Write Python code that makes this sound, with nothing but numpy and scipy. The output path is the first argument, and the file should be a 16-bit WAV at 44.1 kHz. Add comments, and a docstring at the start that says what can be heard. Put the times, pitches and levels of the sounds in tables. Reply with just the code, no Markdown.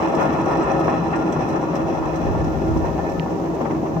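"""Outdoors, close to a hand-held microphone: a bare wheel hub and brake disc coast on a worn bearing.
Balls rumble over pitted races and ring the disc and suspension. The growl swells on rough patches
and dulls as the hub slows. Thumps, knocks, clacks, scraping ticks and grit ring the same parts;
nicks and light rubs sound single disc modes. One dry click, a breeze on the microphone, a thin hiss."""
import sys
import numpy as np
from scipy import signal
from scipy.fft import rfft, irfft, next_fast_len
from scipy.io import wavfile
from scipy.ndimage import map_coordinates

SR = 44100
rng = np.random.default_rng(int(sys.argv[2]) if len(sys.argv) > 2 else 0)


def transcribe(signal):
    """Save signal, clipped to [-1, 1], as a 16-bit WAV file at the path in sys.argv[1]."""
    frames = np.atleast_2d(signal).T
    limited = np.clip(frames, -1, 1)
    pcm = np.round(limited * 32767).astype(np.int16)
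    wavfile.write(sys.argv[1], SR, pcm)


N = 176400
T = np.arange(N) / SR
FFT_SIZE = next_fast_len(N + SR // 2)
FREQS_HZ = np.maximum(np.arange(FFT_SIZE // 2 + 1) * SR / FFT_SIZE, 1)
NOISE_RMS = np.sqrt(SR / 2)  # white noise at 0 dB per Hz


def amp(db):
    """Decibels to gain."""
    return 10 ** (np.asarray(db) / 20)


def curve(rows):
    """Breakpoints interpolated over time."""
    return np.interp(T, *np.array(rows).T)


def spectrum(rows, column=1):
    """One table column interpolated over log frequency."""
    rows = np.array(rows)
    return np.interp(np.log(FREQS_HZ), np.log(rows[:, 0]), rows[:, column])


def stereo(db, pan_db):
    """Left and right gains; pan is left minus right."""
    return amp(db + np.array([[1], [-1]]) * pan_db / 2)


def colour(x, gain):
    """Filter by a gain per frequency."""
    return irfft(rfft(x, FFT_SIZE) * gain, FFT_SIZE)[..., :N]


def highpass(hz):
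    """Gain of a steep high-pass."""
    return 1 / (1 + (hz / FREQS_HZ) ** 4)


def bandpass(low_hz, high_hz):
    """Gain of a steep band-pass."""
    return highpass(low_hz) * (1 - highpass(high_hz))


def causal(gain):
    """Minimum-phase response with this gain: rings only after a blow."""
    cepstrum = irfft(np.log(gain + 1e-12), FFT_SIZE)
    cepstrum[..., 1:FFT_SIZE // 2] *= 2
    cepstrum[..., FFT_SIZE // 2 + 1:] = 0
    return np.exp(rfft(cepstrum))


def noise():
    """Two independent white noises."""
    return rng.standard_normal((2, N)) * NOISE_RMS


def wander(per_s):
    """Smooth random signal, spread near 1."""
    return map_coordinates(rng.standard_normal(4096), [T * per_s], order=3, mode="wrap")


def burst(start_s, attack_s, decay_s):
    """Linear rise, exponential fall."""
    rise = np.clip((T - start_s) / attack_s, 0, 1)
    return rise * np.exp(-np.maximum(T - start_s - attack_s, 0) / decay_s)


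def resonances(modes):
    """Left and right power response of a set of modes."""
    power = 0
    for hz, width_hz, db, pan_db in modes:
        detune = (FREQS_HZ / hz - hz / FREQS_HZ) * hz / (width_hz * np.pi / 2)
        power = power + (stereo(db, pan_db) / (1 + detune ** 2)) ** 2
    return power


# Likeness of the two microphone ports. Each row: frequency in Hz, correlation 0-1.
PORT_CORRELATION = [(50, 0.2), (140, 0.98), (330, 0.9), (640, 0.66), (1400, 0.36), (3000, 0.35),
                    (12000, 0.19)]
# Each row: frequency in Hz, phase lead of the left port in radians.
PORT_LEAD_RAD = [(100, -0.6), (330, 0.36), (560, 0.4), (650, -1.14), (790, 0.8), (950, 0), (1060, -2.5),
                 (1280, 0), (1500, -4), (2000, -0.5), (4000, -1)]


def radiate(force, power):
    """A part rings with the force and reaches the two ports unevenly."""
    gain = np.sqrt(power)
    mean_gain = gain.mean(axis=0)
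    correlation = np.clip(spectrum(PORT_CORRELATION), 0, 1)
    shared = colour(force[0], correlation * np.exp(-1j * spectrum(PORT_LEAD_RAD)))
    right = shared + colour(force[1], np.sqrt(1 - correlation ** 2))
    return colour(np.array([force[0], right]), causal(mean_gain) * gain / mean_gain)


# Breeze. Each row: frequency in Hz, level in dB per Hz.
WIND_SPECTRUM = [(20, -78.5), (35, -62.5), (60, -40.5), (90, -45), (130, -48.5), (220, -65), (500, -100),
                 (3000, -160)]
# Each row: time in seconds, breeze gain in dB.
GUST_DB = [(0, -16.5), (.55, -9.5), (1.1, -25), (1.65, -16), (1.95, -8), (2.18, -10), (2.3, 2),
           (2.55, -3.5), (2.62, -8), (2.68, 1), (2.78, 4.5), (2.81, -2), (2.835, 4.5), (2.875, -3),
           (2.97, -5.5), (3.2, -8.5), (3.3, -32), (4, -13)]
# Outdoor hiss. Each row: frequency in Hz, level in dB per Hz, pan in dB.
HISS_SPECTRUM = [(1000, -78.5, -7), (2930, -89.5, -2.5), (4500, -95.5, -11.5), (6150, -93, -17),
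                 (7170, -100, -16), (8200, -104, -11), (9400, -116, -2.5), (9700, -113, 7),
                 (11340, -103, -2), (13500, -101.5, -11), (15600, -104, -5)]
# Each row: time in seconds, hiss gain in dB.
HISS_DB = [(0, -0.5), (1.2, -2.5), (2.1, -1), (2.7, 1), (3.15, 1), (3.5, 0), (4, -1.5)]


def outdoors():
    """Gusts rumble on each port separately, under a thin hiss."""
    wind = colour(noise(), amp(spectrum(WIND_SPECTRUM)))
    hiss = colour(noise(), stereo(spectrum(HISS_SPECTRUM), spectrum(HISS_SPECTRUM, column=2)))
    return wind * amp(curve(GUST_DB)) + hiss * amp(curve(HISS_DB))


# Tone of the click. Each row: frequency in Hz, gain in dB.
CLICK_SPECTRUM = [(900, -27), (1500, -9), (2000, 0.5), (3000, -0.5), (4500, -11), (6500, -29), (10000, -57)]


def click(start_s=3.197, snap_db=12):
    """One dry click on the right: a sharp impulse and a tiny crumbling tail."""
    force = 0.5 * noise() * burst(start_s, attack_s=1 / SR, decay_s=0.0008)
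    force[:, int(start_s * SR)] += NOISE_RMS * amp(snap_db)
    return colour(force, causal(amp(spectrum(CLICK_SPECTRUM)))) * stereo(-55.5, pan_db=-13.5)


# Disc pings. Each row: start in seconds, level in dB.
DISC_PINGS = [(.628, -52), (1.156, -55), (1.32, -51)]


def pings(hz=7720, wobble_rad=0.7):
    """A high disc mode is nicked and rings briefly, a little roughly."""
    envelope = sum(amp(db) * burst(start_s, attack_s=0.005, decay_s=0.0098) for start_s, db in DISC_PINGS)
    phase = 2 * np.pi * hz * T + wobble_rad * wander(per_s=680)
    return envelope * np.sin(phase) * stereo(0, pan_db=-14)


# Rubs on the disc. Each row: start in seconds, hold in seconds, mode frequency in Hz, width in Hz,
# level in dB per Hz, pan in dB.
DISC_RUBS = [(1.128, 0.11, 1397, 8.1, -49.5, 6), (2.258, 0.45, 1397, 6.1, -54.5, 0),
             (2.952, 0.22, 1765, 14, -57.5, 0)]


def singing(attack_s=0.04, release_s=0.17):
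    """Light rubs hold single disc modes ringing, then let go."""
    out = 0
    for start_s, hold_s, *mode in DISC_RUBS:
        corners_s = start_s + np.cumsum([0, attack_s, hold_s, release_s])
        envelope = np.interp(T, corners_s, [0, 1, 1, 0])
        out = out + radiate(noise() * envelope, resonances([mode]))
    return out


SCRAPE_HZ, SIZZLE_HZ = 4130, 11000  # lower band edges


def grit(per_s=26, spread_db=7, fade_db_per_s=1.5, decay_s=0.0036):
    """Fine random crackle in the bearing, dying away as the hub slows."""
    hits = rng.random(N) < per_s / SR
    grains = hits * amp(-5 + spread_db * rng.standard_normal(N) - fade_db_per_s * T)
    envelope = signal.lfilter([1], [1, -np.exp(-1 / (decay_s * SR))], grains)
    return colour(noise() * envelope, highpass(SCRAPE_HZ) + highpass(SIZZLE_HZ))


# Scraping ticks. Each row: start in seconds, scrape in dB, sizzle in dB, both before their boosts.
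SCRAPE_TICKS = [(.147, 10, 12), (.205, 6, 10), (.220, 6, 16), (.251, -13, 8), (.332, 3.5, 9), (.410, 0, 8),
                (.45, -5, 8), (0.510, 2, 11), (.567, -2.5, 6), (.603, 3, -2), (.712, 2.5, -5),
                (.793, 0, 16), (.840, 0.5, 14), (.887, 3.5, 7), (.947, -4, -7), (1.156, 2, -9),
                (1.322, 5.5, 0), (1.42, -3, 3), (1.484, 5, 13), (1.556, 0, 2), (1.75, 10.5, 6),
                (2.154, 4, -11), (2.44, 0, -5), (2.768, 1.5, -10), (2.85, 1, -10), (3.09, -1, -2),
                (3.303, 0, -9), (3.545, -3, 4), (3.608, 3, 0), (3.708, 2, -3)]


def ticks(grain_db=5.5, scrape_boost_db=7, sizzle_boost_db=7.5):
    """Brief bright scrapes of the spinning metal, some with a sizzle on top."""
    grain = amp(grain_db * wander(per_s=900))
    grain /= np.sqrt(np.mean(grain ** 2))
    scrape, sizzle = 0, 0
    for start_s, scrape_db, sizzle_db in SCRAPE_TICKS:
        envelope = burst(start_s, attack_s=0.0035, decay_s=0.011) * grain
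        scrape = scrape + amp(scrape_db + scrape_boost_db) * envelope
        sizzle = sizzle + amp(sizzle_db + sizzle_boost_db) * envelope
    return colour(noise() * scrape, highpass(SCRAPE_HZ)) + colour(noise() * sizzle, highpass(SIZZLE_HZ))


# Metal contacts. Each row: start in seconds, force level in dB, upper band edge in Hz.
METAL_CLACKS = [(0.336, 9.5, 3200), (.684, 12, 2000), (0.88, 20.5, 1800), (1.131, 11.5, 2600),
                (2.849, 5.5, 1990), (3.303, -0.5, 3400), (3.653, 8.5, 3000), (3.706, 5.5, 3800)]


def clacks(low_hz=1320):
    """Hard metal contacts chatter in the band where the disc rings."""
    chatter, force = noise(), 0
    for start_s, db, high_hz in METAL_CLACKS:
        envelope = amp(db) * burst(start_s, attack_s=0.0018, decay_s=0.012)
        force = force + colour(chatter * envelope, bandpass(low_hz, high_hz))
    return force


# Play in the bearing. 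Each row: start in seconds, force level of the rattle in dB.
PLAY_KNOCKS = [(.139, 9), (.474, 6), (.792, 8.5), (0.88, 9.5), (2.35, 4), (2.765, 3), (2.846, 5),
               (2.895, -3.5), (3.261, 3), (3.855, 0), (3.966, 4.5)]


def knocks(attack_s=0.00059, decay_s=0.007, snap_db=19.5):
    """The loose bearing takes up its play with one blow and a short dull rattle."""
    force = noise() * sum(amp(db) * burst(start_s, attack_s, decay_s) for start_s, db in PLAY_KNOCKS)
    for start_s, db in PLAY_KNOCKS:
        force[:, int(start_s * SR)] += NOISE_RMS * amp(db + snap_db)
    return colour(force, causal(bandpass(low_hz=380, high_hz=1720)))


# Low bumps. Each row: start in seconds, force level in dB.
LOW_THUMPS = [(0.159, 7), (.285, 6), (0.47, 9.5), (1.789, 9), (1.895, 3), (2.758, 13), (3.599, 7),
              (3.719, 6.5), (3.826, 11)]


def thumps(attack_s=0.0037, decay_s=0.009):
    """Soft heavy bumps that shake the carrier more than the disc."""
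    envelope = sum(amp(db) * burst(start_s, attack_s, decay_s) for start_s, db in LOW_THUMPS)
    return colour(noise() * envelope, causal(bandpass(low_hz=137, high_hz=500)))


# Bands of the rolling force. Each row: frequency in Hz, initial gain in dB, fade in dB per second,
# share of the patch swell, flutter in dB.
ROLL_BANDS = [(157, -0.5, 0.25, 0.067, -0.5), (360, 1.83, 0.88, 0.21, 0.5), (750, 1.46, 2.14, 0.51, 1.6),
              (1310, 2.5, 3, 0.95, -0.54), (1800, 0.37, 2.5, 0.95, 1.5), (3400, 1.06, 2.5, 0.4, 1.1),
              (6000, -0.2, 1.8, 0.2, 1.6)]
# Rough patches in the races. Each row: centre in seconds, length in seconds, full swell in dB.
ROUGH_PATCHES = [(0.214, 0.058, 6.5), (0.23, 0.021, 3.5), (0.346, 0.04, 2.5), (0.51, 0.1, 3.5),
                 (0.667, 0.094, 5), (0.84, 0.015, 7), (0.895, 0.013, 2), (0.93, 0.023, 5.5),
                 (1.143, 0.024, 8.5), (1.353, 0.055, 1.5), (1.506, .025, 0.5), (1.561, 0.026, 7.5),
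                 (1.761, 0.057, 3), (2.034, 0.037, 5), (2.145, 0.02, 1.5), (2.776, 0.0067, -3),
                 (2.863, 0.034, 5), (2.996, 0.039, 7), (3.07, 0.035, 6), (3.614, 0.016, 8.5),
                 (3.66, 0.011, 10), (3.712, 0.022, 9.5), (3.752, 0.019, 7), (3.865, 0.016, 5)]
# The microphone swings away from the disc's rim. Each row: time in seconds, treble gain in dB.
TREBLE_DB = [(0, 3), (.12, 1), (1.2, 1.3), (2.2, 1.5), (3.1, -1.5), (3.4, -0.5), (4, 0)]
# Each row: time in seconds, gain of the low hum in dB.
HUM_DB = [(0, -3.5), (.2, 1), (.62, -1), (.84, 3), (1.04, 1), (1.55, 1.5), (1.68, -3), (1.81, -0.5),
          (2.15, -3), (2.5, 2), (2.95, 0.5), (3.05, -5.5), (3.3, 1.5), (3.5, -4), (3.7, -0.5), (4, -0.5)]
# Each row: time in seconds, overall rolling gain in dB.
ROLL_DB = [(0, 1), (.12, -1.5), (.17, 0.5), (.5, 0), (2.2, 0.03), (3.1, 0), (3.42, 1.5), (3.6, 1.6),
           (4, 0.5)]


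def rolling(impacts_per_s=4200, spread_db=3, hum_below_hz=250, treble_above_hz=1200):
    """Dense impacts of balls on pits flutter, swell on rough patches and fade as the hub slows."""
    hits = (rng.random(N) < impacts_per_s / SR) * amp(spread_db * rng.standard_normal(N))
    impacts = np.sign(noise()) * hits / np.sqrt(np.mean(hits ** 2)) * NOISE_RMS
    swell_db = sum(db * np.exp(-2 * ((T - centre_s) / length_s) ** 2)
                   for centre_s, length_s, db in ROUGH_PATCHES)
    flutter, force = wander(per_s=42), 0
    for hz, initial_db, fade_db_per_s, share, flutter_db in ROLL_BANDS:
        band = spectrum([(row[0], row[0] == hz) for row in ROLL_BANDS])  # crossfades into its neighbours
        db = initial_db - fade_db_per_s * T + share * swell_db + flutter_db * flutter
        db += (hz > treble_above_hz) * curve(TREBLE_DB) + (hz < hum_below_hz) * curve(HUM_DB)
        force = force + colour(impacts, band) * amp(db)
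    return force * amp(curve(ROLL_DB))


# Carrier and suspension modes. Each row: frequency in Hz, width in Hz, gain in dB, pan in dB.
CARRIER_MODES = [(162.3, 22.4, -44, 3.5), (231.6, 6.9, -54.5, 11.5), (325.1, 10.3, -42, -7.5),
                 (392.6, 24, -56, -12.5), (546.5, 8.6, -50, 16), (645.3, 26, -49.5, 4.5),
                 (790, 45, -50.5, 6.5), (882, 24, -58.5, 10.5), (952.4, 33, -57, -15.5),
                 (1031, 73, -62.5, -14.5), (1140, 40, -61.5, 8.5)]
# Broad response between the modes. Each row: frequency in Hz, gain in dB, pan in dB.
CARRIER_BODY = [(25, -71, -2.5), (42.3, -73.5, -6.5), (63, -55, 10.5), (111, -57.5, -6.5), (287, -50, 5),
                (490, -55.5, 6), (750, -55.5, -6), (1096, -65, 14.5), (1450, -70.5, 0.5),
                (2136, -75.5, -0.5), (2820, -82, -9), (3450, -87.5, 5.5), (4600, -99.5, -4),
                (6140, -99, -18.5), (7300, -102, -13), (8520, -104, -12.5), (9600, -123, -8),
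                (10300, -122, -0.5), (11600, -108.5, 7.5), (15500, -115, -4)]
# Brake disc modes. Each row: frequency in Hz, width in Hz, gain in dB, pan in dB.
DISC_MODES = [(1275.4, 16.5, -59.5, 12), (1412, 16.7, -58, -3), (1510, 25, -77.5, -1.5),
              (1640, 12, -67, -8), (1751, 17.6, -60, 3), (1783, 11, -59.5, -5.5), (1825, 20, -63, 7),
              (1960, 6, -73.5, 1), (2077, 35, -80, -2.5), (2512, 40, -67, -6.5), (2597, 68, -73, -9.5),
              (3337, 50, -77.5, 1.5), (4015, 85, -83.5, -13.5), (5215, 180, -88.5, -16.5),
              (5630, 59, -84, -14), (5880, 100, -84.5, -19.5), (6460, 40, -88.5, -12),
              (7800, 45, -94.5, -14.5), (8220, 56, -99, -10)]
# The microphone moves past the rim. Each row: time in seconds, disc gain in dB.
DISC_DB = [(0, -2), (.6, 0), (1.2, -0.5), (1.8, -1.5), (2.7, -0.5), (3.03, 0.5), (3.25, 0), (3.4, -6.5),
           (4, -3.5)]


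def hub(force):
    """The force sets the carrier and suspension droning; the disc rings above them."""
    body = stereo(spectrum(CARRIER_BODY), spectrum(CARRIER_BODY, column=2))
    drone = radiate(force, body ** 2 + resonances(CARRIER_MODES))
    ring = radiate(force[::-1], resonances(DISC_MODES))  # force channels swapped
    return drone + ring * amp(curve(DISC_DB))


def scene():
    """The coasting hub in the open air."""
    force = rolling() + thumps() + knocks() + clacks() + ticks() + grit()
    return hub(force) + pings() + click() + outdoors() + singing()


def record(dry):
    """Steep low-pass at 15750 Hz."""
    return signal.sosfilt(signal.ellip(10, 0.1, 80, 15750, fs=SR, output="sos"), dry)


dry = scene()
out = record(dry)
transcribe(out)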